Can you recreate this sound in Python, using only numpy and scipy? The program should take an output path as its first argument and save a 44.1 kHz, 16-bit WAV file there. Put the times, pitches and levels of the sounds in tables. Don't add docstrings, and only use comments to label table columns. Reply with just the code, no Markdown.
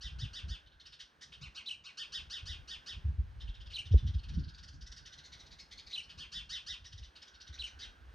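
import sys
import numpy as np
from scipy import signal
from scipy.fft import rfft, irfft
from scipy.io import wavfile

SR = 44100
rng = np.random.default_rng(int(sys.argv[2]) if len(sys.argv) > 2 else 0)


def how_loud(loudness_db):
    steps = np.asarray(loudness_db, float) / 20
    return 10 ** steps


def to_wav(sig):
    pcm = np.clip(np.atleast_2d(sig), -1, 1) * 32767
    pcm = np.round(pcm).astype(np.int16)
    wavfile.write(sys.argv[1], SR, pcm.T)


N = 358974
HZ = np.maximum(np.fft.rfftfreq(N, 1 / SR), 1)


def rms_one(x):
    return x / np.sqrt(np.mean(x ** 2) + 1e-20)


def in_time(rows):
    s, *columns = np.transpose(rows)
    return [np.interp(np.arange(N) / SR, s, column) for column in columns]


def at_hz(points):
    hz, value = np.transpose(points)
    return np.interp(np.log(HZ), np.log(hz), value)


def wobble(rate_hz, count):
    r = np.exp(-2 * np.pi * rate_hz / SR)
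    run_in = int(SR / rate_hz)
    white = rng.standard_normal(count + run_in)
    return rms_one(signal.lfilter([1], [1, -2 * r, r * r], white)[run_in:])


def add(out, s, sound):
    i = round(s * SR)
    out[i:i + len(sound)] += sound[:N - i]


# (f/Hz, likeness 0-1)
PORT_LIKENESS = [(60, 0.87), (300, 0.89), (690, 0.56), (1100, 0.86), (1500, 0.36), (2100, 0.93), (3000, 1),
                 (8000, 0.71), (9600, 0.36), (14000, 0.61)]


def noise_pair(gain):
    mid, side = rfft(rng.standard_normal((2, N))) * gain
    alike = np.clip(at_hz(PORT_LIKENESS), 0, 1)
    ports = np.sqrt(1 + alike) * mid + np.sqrt(1 - alike) * side * [[1], [-1]]
    return rms_one(irfft(ports, N))


SYRINX_HARMONICS = [-4.5, -4, -5.5, -10, -12, -7.5, -28, -41.5]


def syrinx_note(level_db, top_hz, length, rough, beak_hz, shape, apart_hz, beak_db=10, beak_width=0.33):
    u = np.linspace(0, 1, max(int(length * SR), 64))
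    bend = np.clip(length / .105, .65, 1)
    hz = top_hz * np.interp(u, *np.transpose(shape)) ** bend
    shake = .11 * np.clip(rough, 0, 1) ** 1.6
    upper = np.cumsum(hz * (1 + shake * wobble(323.6, count=len(u)))) / SR
    beat = np.cumsum(apart_hz + shake * hz * wobble(357.0, count=len(u))) / SR + rng.random()
    beak = np.interp(u, [.18, .45, 1], (*beak_hz, 0.85 * beak_hz[1]))
    voices, shares = 0, np.ones(1)
    for k, db in enumerate(SYRINX_HARMONICS, start=1):
        shares = np.convolve(shares, [1, .8])
        for j, share in enumerate(shares / np.linalg.norm(shares)):
            off_peak = np.log((k * hz - j * apart_hz) / beak) / beak_width
            lift_db = beak_db * np.exp(-off_peak ** 2)
            line = np.sin(2 * np.pi * (k * upper - j * beat + rng.random()))
            voices = voices + share * how_loud(db + lift_db) * line
    hissing = np.diff(rng.standard_normal(len(u) + 1))
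    breath = hissing * (1 + np.cos(2 * np.pi * beat)) * np.exp(-1.5 * u)
    sound = rms_one(rms_one(voices) + how_loud(-20 + 2.2 * rough) * breath)
    attack = np.minimum(u * length / 0.013, 1) ** 0.4
    release = np.clip((1 - u) / 0.55, 0, 1)
    swell = attack * release * (0.56 + 0.3 * np.sin(np.pi * u ** 0.91))
    return how_loud(level_db - 9 + 0.88 * wobble(60, count=len(u))) * swell * sound


# (t/s, nominal level/dB, top f/Hz, length/s, roughness 0-1)
ARCHED_NOTES = [(0.0156, -41, 2017, 0.11, 0.38), (0.193, -41, 1950, 0.097, 0.4),
                (0.3386, -39.5, 1943, .1, 0.41), (0.4893, -43, 1915, 0.11, 0.32),
                (1.418, -43.5, 1519, 0.081, 0.17), (1.5546, -40.5, 1620, 0.082, 0.42),
                (1.8463, -44.5, 1570, 0.089, 0.36), (1.979, -36.5, 1841, 0.09, 0.22),
                (2.128, -35, 1918, 0.1, 0.3), (2.306, -37, 1940, 0.12, 0.34),
                (2.4627, -38.5, 1967, 0.12, 0.36), (2.683, -39.5, 1890, 0.11, 0.41),
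                (2.868, -38.5, 1929, .105, 0.39), (6.183, -42, 1782, 0.097, 0.42),
                (6.3248, -38, 1953, 0.12, 0.42), (6.4998, -36, 2037, 0.12, 0.38),
                (6.6712, -36.5, 2020, .11, 0.25), (7.796, -41.5, 2030, 0.1, 0.73)]
ARCH_PITCH = [(0, .73), (.15, .86), (.36, 1), (.47, .98), (.72, .78), (1, .54)]


def arched_notes():
    beak_open_hz, beak_closes_to = 5250, 1.6
    out = np.zeros(N)
    for s, db, hz, length, rough in ARCHED_NOTES:
        beak_hz = (beak_open_hz, beak_closes_to * hz)
        add(out, s - .008, syrinx_note(db, hz, length, rough, beak_hz, ARCH_PITCH, apart_hz=.165 * hz))
    return out


# (t/s, nominal level/dB)
RATTLE_NOTES = [(.6678, -54.5), (0.7185, -61), (0.8046, -48), (0.8605, -47), (0.9285, -47), (0.998, -43),
                (1.2174, -42), (1.3268, -45), (3.4062, -48), (3.4806, -49.5), (3.547, -49), (3.6071, -49),
                (3.6658, -49.5), (3.708, -46), (3.8595, -47), (3.92, -47.5), (3.9761, -48.5),
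                (4.0712, -47.5), (4.143, -49.5), (4.1897, -50), (4.238, -49), (4.2914, -46), (4.341, -49),
                (4.3921, -50.5), (4.4398, -52.5), (4.4858, -50), (4.545, -50), (4.5833, -46.5),
                (4.6352, -46), (4.6827, -46.5), (4.7327, -56.5), (4.8162, -47), (4.8694, -46),
                (4.9207, -44.5), (4.9691, -46), (5.0599, -45), (5.1298, -44.5), (5.1849, -46),
                (5.2439, -46), (5.3261, -44.5), (5.3984, -46.5), (5.4662, -51.5), (5.5148, -49.5),
                (5.593, -44.5), (5.718, -42.5), (5.782, -45), (5.872, -45), (5.9048, -44), (6.0282, -51.5),
                (6.0967, -45.5), (6.8495, -45), (6.9257, -48), (6.9803, -47.5), (7.0338, -48.5),
                (7.1607, -47), (7.2238, -44.5), (7.2734, -50.5), (7.3439, -51.5), (7.41, -46),
                (7.4731, -48), (7.534, -45.5), (7.6672, -46.5)]
RATTLE_PITCH = [(0, 0.85), (0.301, 0.98), (1.002, 0.93)]
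# (t/s, mean top f/Hz, beak resonance f/Hz early in a note)
RATTLE_HOLD = [(.7, 1860, 3620), (1.0, 1760, 4100), (1.22, 1925, 6050), (1.32, 1701, 3315),
               (3.41, 1717, 3300), (3.95, 1864, 3750), (4.3, 1716, 3790), (4.68, 1726, 5100),
               (4.98, 1814, 5250), (5.05, 1830, 4200), (5.4, 2150, 4570), (6.03, 2245, 4140),
               (6.09, 1740, 3420), (6.85, 1744, 4100), (7.04, 1860, 4020), (7.16, 1738, 3780),
               (7.55, 1990, 4360)]


def rattles():
    pitch_scatter = 0.0403
    usual_db, usual_beak_db, beak_db_per_db = -47, 11, -1.03
    duty, shortest_s, longest_s = 0.619, .03, 0.0495
    out = np.zeros(N)
    pauses = np.diff(np.append(np.array(RATTLE_NOTES)[:, 0], np.inf))
    pitch_hz, beak_hz = in_time(RATTLE_HOLD)
    for (s, db), pause in zip(RATTLE_NOTES, pauses):
        length = np.clip(duty * pause, shortest_s, longest_s)
        i = int(s * SR)
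        hz = pitch_hz[i] * (1 + pitch_scatter * rng.standard_normal())
        beak = (beak_hz[i], 1.12 * beak_hz[i])
        beak_db = usual_beak_db + beak_db_per_db * (db - usual_db)
        add(out, s - .008, syrinx_note(db, hz, length, 0.96, beak, RATTLE_PITCH, 169.4, beak_db, 0.28))
    return out


# (t/s, level/dB)
CHIRP_CALLS = [(1.657, -45), (3.733, -44), (5.925, -44), (7.586, -45)]
# (t/s from its listed time, f/Hz before warble, level/dB against the call)
CHIRP_COURSE = [(-.008, 2090, -20.5), (0, 2900, -19), (.008, 3950, -6), (0.026, 4019, -1),
                (0.03, 3242, -5.5), (0.039, 2906, -2.5), (0.045, 2400, -13.5), (0.056, 3021, 0.5),
                (.078, 2750, -7.5), (.088, 2340, -13.5), (0.108, 2710, -30)]


def chirping_bird():
    out = np.zeros(N)
    t, hz, db = np.transpose(CHIRP_COURSE)
    time = np.arange(t[0], t[-1], 1 / SR)
    for s, level_db in CHIRP_CALLS:
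        regular = (0.0088 + .3 * time) * np.sin(2 * np.pi * 115 * time)
        warble = 1 + 0.0296 * wobble(200, count=len(time)) + regular
        phase = 2 * np.pi * np.cumsum(np.interp(time, t, hz) * warble) / SR
        tone = np.sin(phase) * (1 + how_loud(-18) * wobble(1520, count=len(time)))
        throb_depth = 0.25 + 0.51 * np.exp(-(time / 0.029) ** 4)
        tone *= 1 + throb_depth * np.sin(2 * np.pi * (300 * time + rng.random()))
        overtones = how_loud(-14.5) * np.sin(2 * phase) + how_loud(-9) * np.sin(3 * phase) + how_loud(-25.5) * np.sin(5 * phase)
        tone += overtones * wobble(630, count=len(time))
        course_db = level_db + np.interp(time, t, db) + 1.6 * wobble(110, count=len(time))
        add(out, s + t[0], how_loud(course_db) * np.sqrt(2) * tone)
        flick = 2 * np.pi * np.cumsum(np.geomspace(3700, 6300, int(0.011 * SR))) / SR
        add(out, s - .001, how_loud(level_db - 10) * np.hanning(len(flick)) * np.sin(flick))
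    return out


def foliage(x, echo_db):
    echo_t60_s = 0.25
    t = np.arange(int(.6 * SR)) / SR
    shared, own = rng.standard_normal((2, len(t)))
    dying = how_loud(-60 * t / echo_t60_s) * np.minimum(t / 0.00064, 1)
    tails = (shared + 0.22 * own * [[1], [-1]]) * dying / np.sqrt(np.sum(dying ** 2))
    return x + how_loud(echo_db) * signal.fftconvolve(x[None], tails, axes=1)[:, :N]


# (t/s, nominal level/dB)
TWIG_TICKS = [(6.457, -50), (7.93, -60)]


def twig():
    out = np.zeros(N)
    for s, db in TWIG_TICKS:
        add(out, s, how_loud(db) * rng.standard_normal(64) * np.exp(-np.arange(64) / 14))
    return out


# (t/s, rumble level/dB, flutter level/dB), before the lumps
GUST_COURSE = [(0, -58.5, -73.5), (.27, -48, -56.5), (.38, -59.5, -76), (.47, -50.5, -51.5),
               (.6, -69.5, -86), (1.12, -80, -84), (1.45, -59, -62.5), (1.65, -76.5, -83),
               (1.95, -79.5, -85), (2.3, -59, -71), (2.6, -55.5, -70), (2.88, -68.5, -82.5),
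               (3.06, -46.5, -62.5), (3.5, -49, -74.5), (3.85, -53, -68.5), (4.05, -40.5, -53),
               (4.22, -50.5, -67.5), (4.4, -45, -46.5), (4.58, -61.5, -72), (4.8, -53, -61),
               (5.1, -71.5, -78), (5.45, -59, -70.5), (5.9, -71, -78), (6.2, -61, -67), (7.0, -63, -77.5),
               (7.3, -72, -83), (8.14, -57, -81.5)]
# (t/s, nominal level/dB, nominal f/Hz)
EDDIES = [(0.048, -36.5, 49.7), (0.23, -27.5, 101), (0.44, -32, 70.0), (0.471, -35.5, 74.6),
          (0.507, -28.5, 62), (1.416, -43.5, 129.5), (1.471, -42, 62.4), (2.43, -40, 90),
          (2.513, -39.5, 68.4), (2.969, -34, 61), (3.052, -22.5, 75.4), (3.087, -23, 73.5),
          (3.19, -22, 65.5), (3.439, -33, 53.8), (3.488, -26, 51), (3.857, -42.5, 92.6),
          (3.918, -16.5, 91.4), (3.946, -8.5, 64.7), (4.033, -28.5, 95.6), (4.05, -20, 69.8),
          (4.089, -24.5, 85), (4.152, -19.5, 68.5), (4.341, -30.5, 80), (4.398, -31, 65),
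          (4.468, -34.5, 78), (4.696, -46, 73), (4.831, -41, 50), (4.899, -40.5, 51.3), (6.177, -42, 60),
          (6.352, -49.5, 124), (6.94, -39.5, 87.4), (7.017, -38, 63.6), (7.501, -39.5, 69)]
# (f/Hz, relative level/dB)
RUMBLE_COLOUR = [(25, -47.5), (40, 6.5), (55, 11.5), (80, 7.5), (110, -3), (150, -25), (220, -63)]
# (f/Hz, relative level/dB)
FLUTTER_COLOUR = [(90, -8.5), (140, 7.5), (220, -7.5), (350, -18.5), (550, -45.5), (800, -55)]


def wind():
    lumps_per_s, rumble_lumps_db, flutter_lumps_db = 12, 4.5, 4.5
    puff_at_full_db, puff_db_per_db = -17.5, 2.5
    shiver_db = -25.5
    gust_db, flutter_db = in_time(GUST_COURSE)
    lumps = wobble(lumps_per_s, count=N)
    eddies, puffs, shivers = np.zeros((3, N))
    for (s, db, hz), turn in zip(EDDIES, rng.random(len(EDDIES))):
        u = np.arange(int(.12 * SR)) / SR / 0.0316
        phase = 2 * np.pi * (hz * 0.03305 * u * (1.25 - 0.18 * u) + turn)
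        push = how_loud(db) * (1 - np.exp(-(1.88 * u) ** 2)) * np.exp(-u ** 2)
        puff = how_loud(puff_at_full_db + puff_db_per_db * db) * np.exp(-((u - .3) / 0.21) ** 2)
        add(eddies, s - .012, push * np.sin(phase))
        add(shivers, s - .012, how_loud(shiver_db) * push)
        add(puffs, s - .012, puff)
    rumble = how_loud(gust_db + rumble_lumps_db * lumps) * noise_pair(how_loud(at_hz(RUMBLE_COLOUR)))
    flutter_level = how_loud(flutter_db + flutter_lumps_db * lumps) + shivers
    flutter = flutter_level * noise_pair(how_loud(at_hz(FLUTTER_COLOUR)))
    puff_colour = 1 / (1 + (HZ / 470) ** 8) / (1 + (250 / HZ) ** 4)
    return rumble + flutter + eddies + puffs * noise_pair(puff_colour)


# (middle t/s, half length/s, level/dB)
DRONE_SWELLS = [(.2, 0.84, -71.5), (2.402, 0.41, -73.5), (2.9, 0.11, -76), (3.604, .12, -73),
                (4.5, 0.26, -67.5), (5.102, 0.29, -68), (6.6, 0.16, -75), (7.4, 0.24, -70),
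                (7.803, 0.35, -68.5)]
# (f/Hz, relative level/dB)
HISS_COLOUR = [(60, -19.5), (200, 0.5), (400, -3), (700, -4.5), (1200, -3.5), (1600, 1), (2000, -6.5),
               (3000, -12), (6000, -19.5), (16000, -5.5)]


def distance():
    drone_hz, drone_width_hz = 1514, 115
    hiss_db, hiss_wander_db = -65, 2.02
    time = np.arange(N) / SR
    swells = sum(how_loud(db) * np.exp(-((time - s) / half_s) ** 2) for s, half_s, db in DRONE_SWELLS)
    hiss_level = how_loud(hiss_db + hiss_wander_db * wobble(1.5, count=N))
    hiss = hiss_level * noise_pair(how_loud(at_hz(HISS_COLOUR)))
    return hiss + swells * noise_pair(1 / (1 + ((HZ - drone_hz) / drone_width_hz) ** 2))


def scene():
    scolding = foliage(arched_notes() + rattles(), echo_db=-2.5)
    chirping = foliage(chirping_bird(), echo_db=-5.5)
    return scolding + chirping + twig() + wind() + distance()


def band_limit(x):
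    return signal.sosfilt(signal.butter(12, 15810, fs=SR, output="sos"), x)


# (f/Hz, level/dB)
TREBLE_COLOUR = [(1000, 2), (2200, 1), (3000, 5.5), (6000, 2), (7000, -5.5), (7400, -25), (7800, -9.5),
                 (9500, -12.5), (10400, -23.5), (10900, -55.5), (12300, -32), (12700, -20), (15500, -26)]
# (f/Hz, phase/rad)
LEFT_LEAD = [(300, .15), (700, .7), (1100, 1.3), (1450, 2.2), (1800, 1.3), (2100, .4), (3000, .7),
             (3700, .6), (4400, .1), (8600, 0), (9300, -1.6), (12000, -.6)]
# (f/Hz, level/dB)
LEFT_EXCESS = [(1200, 0), (1750, -6), (2100, 0)]


def record(dry):
    half = np.exp(.5j * at_hz(LEFT_LEAD)) * how_loud(at_hz(LEFT_EXCESS) / 2)
    ports = irfft(rfft(dry) * how_loud(at_hz(TREBLE_COLOUR)) * [half, 1 / half], N)
    return band_limit(ports)


dry = scene()
out = record(dry)
to_wav(out)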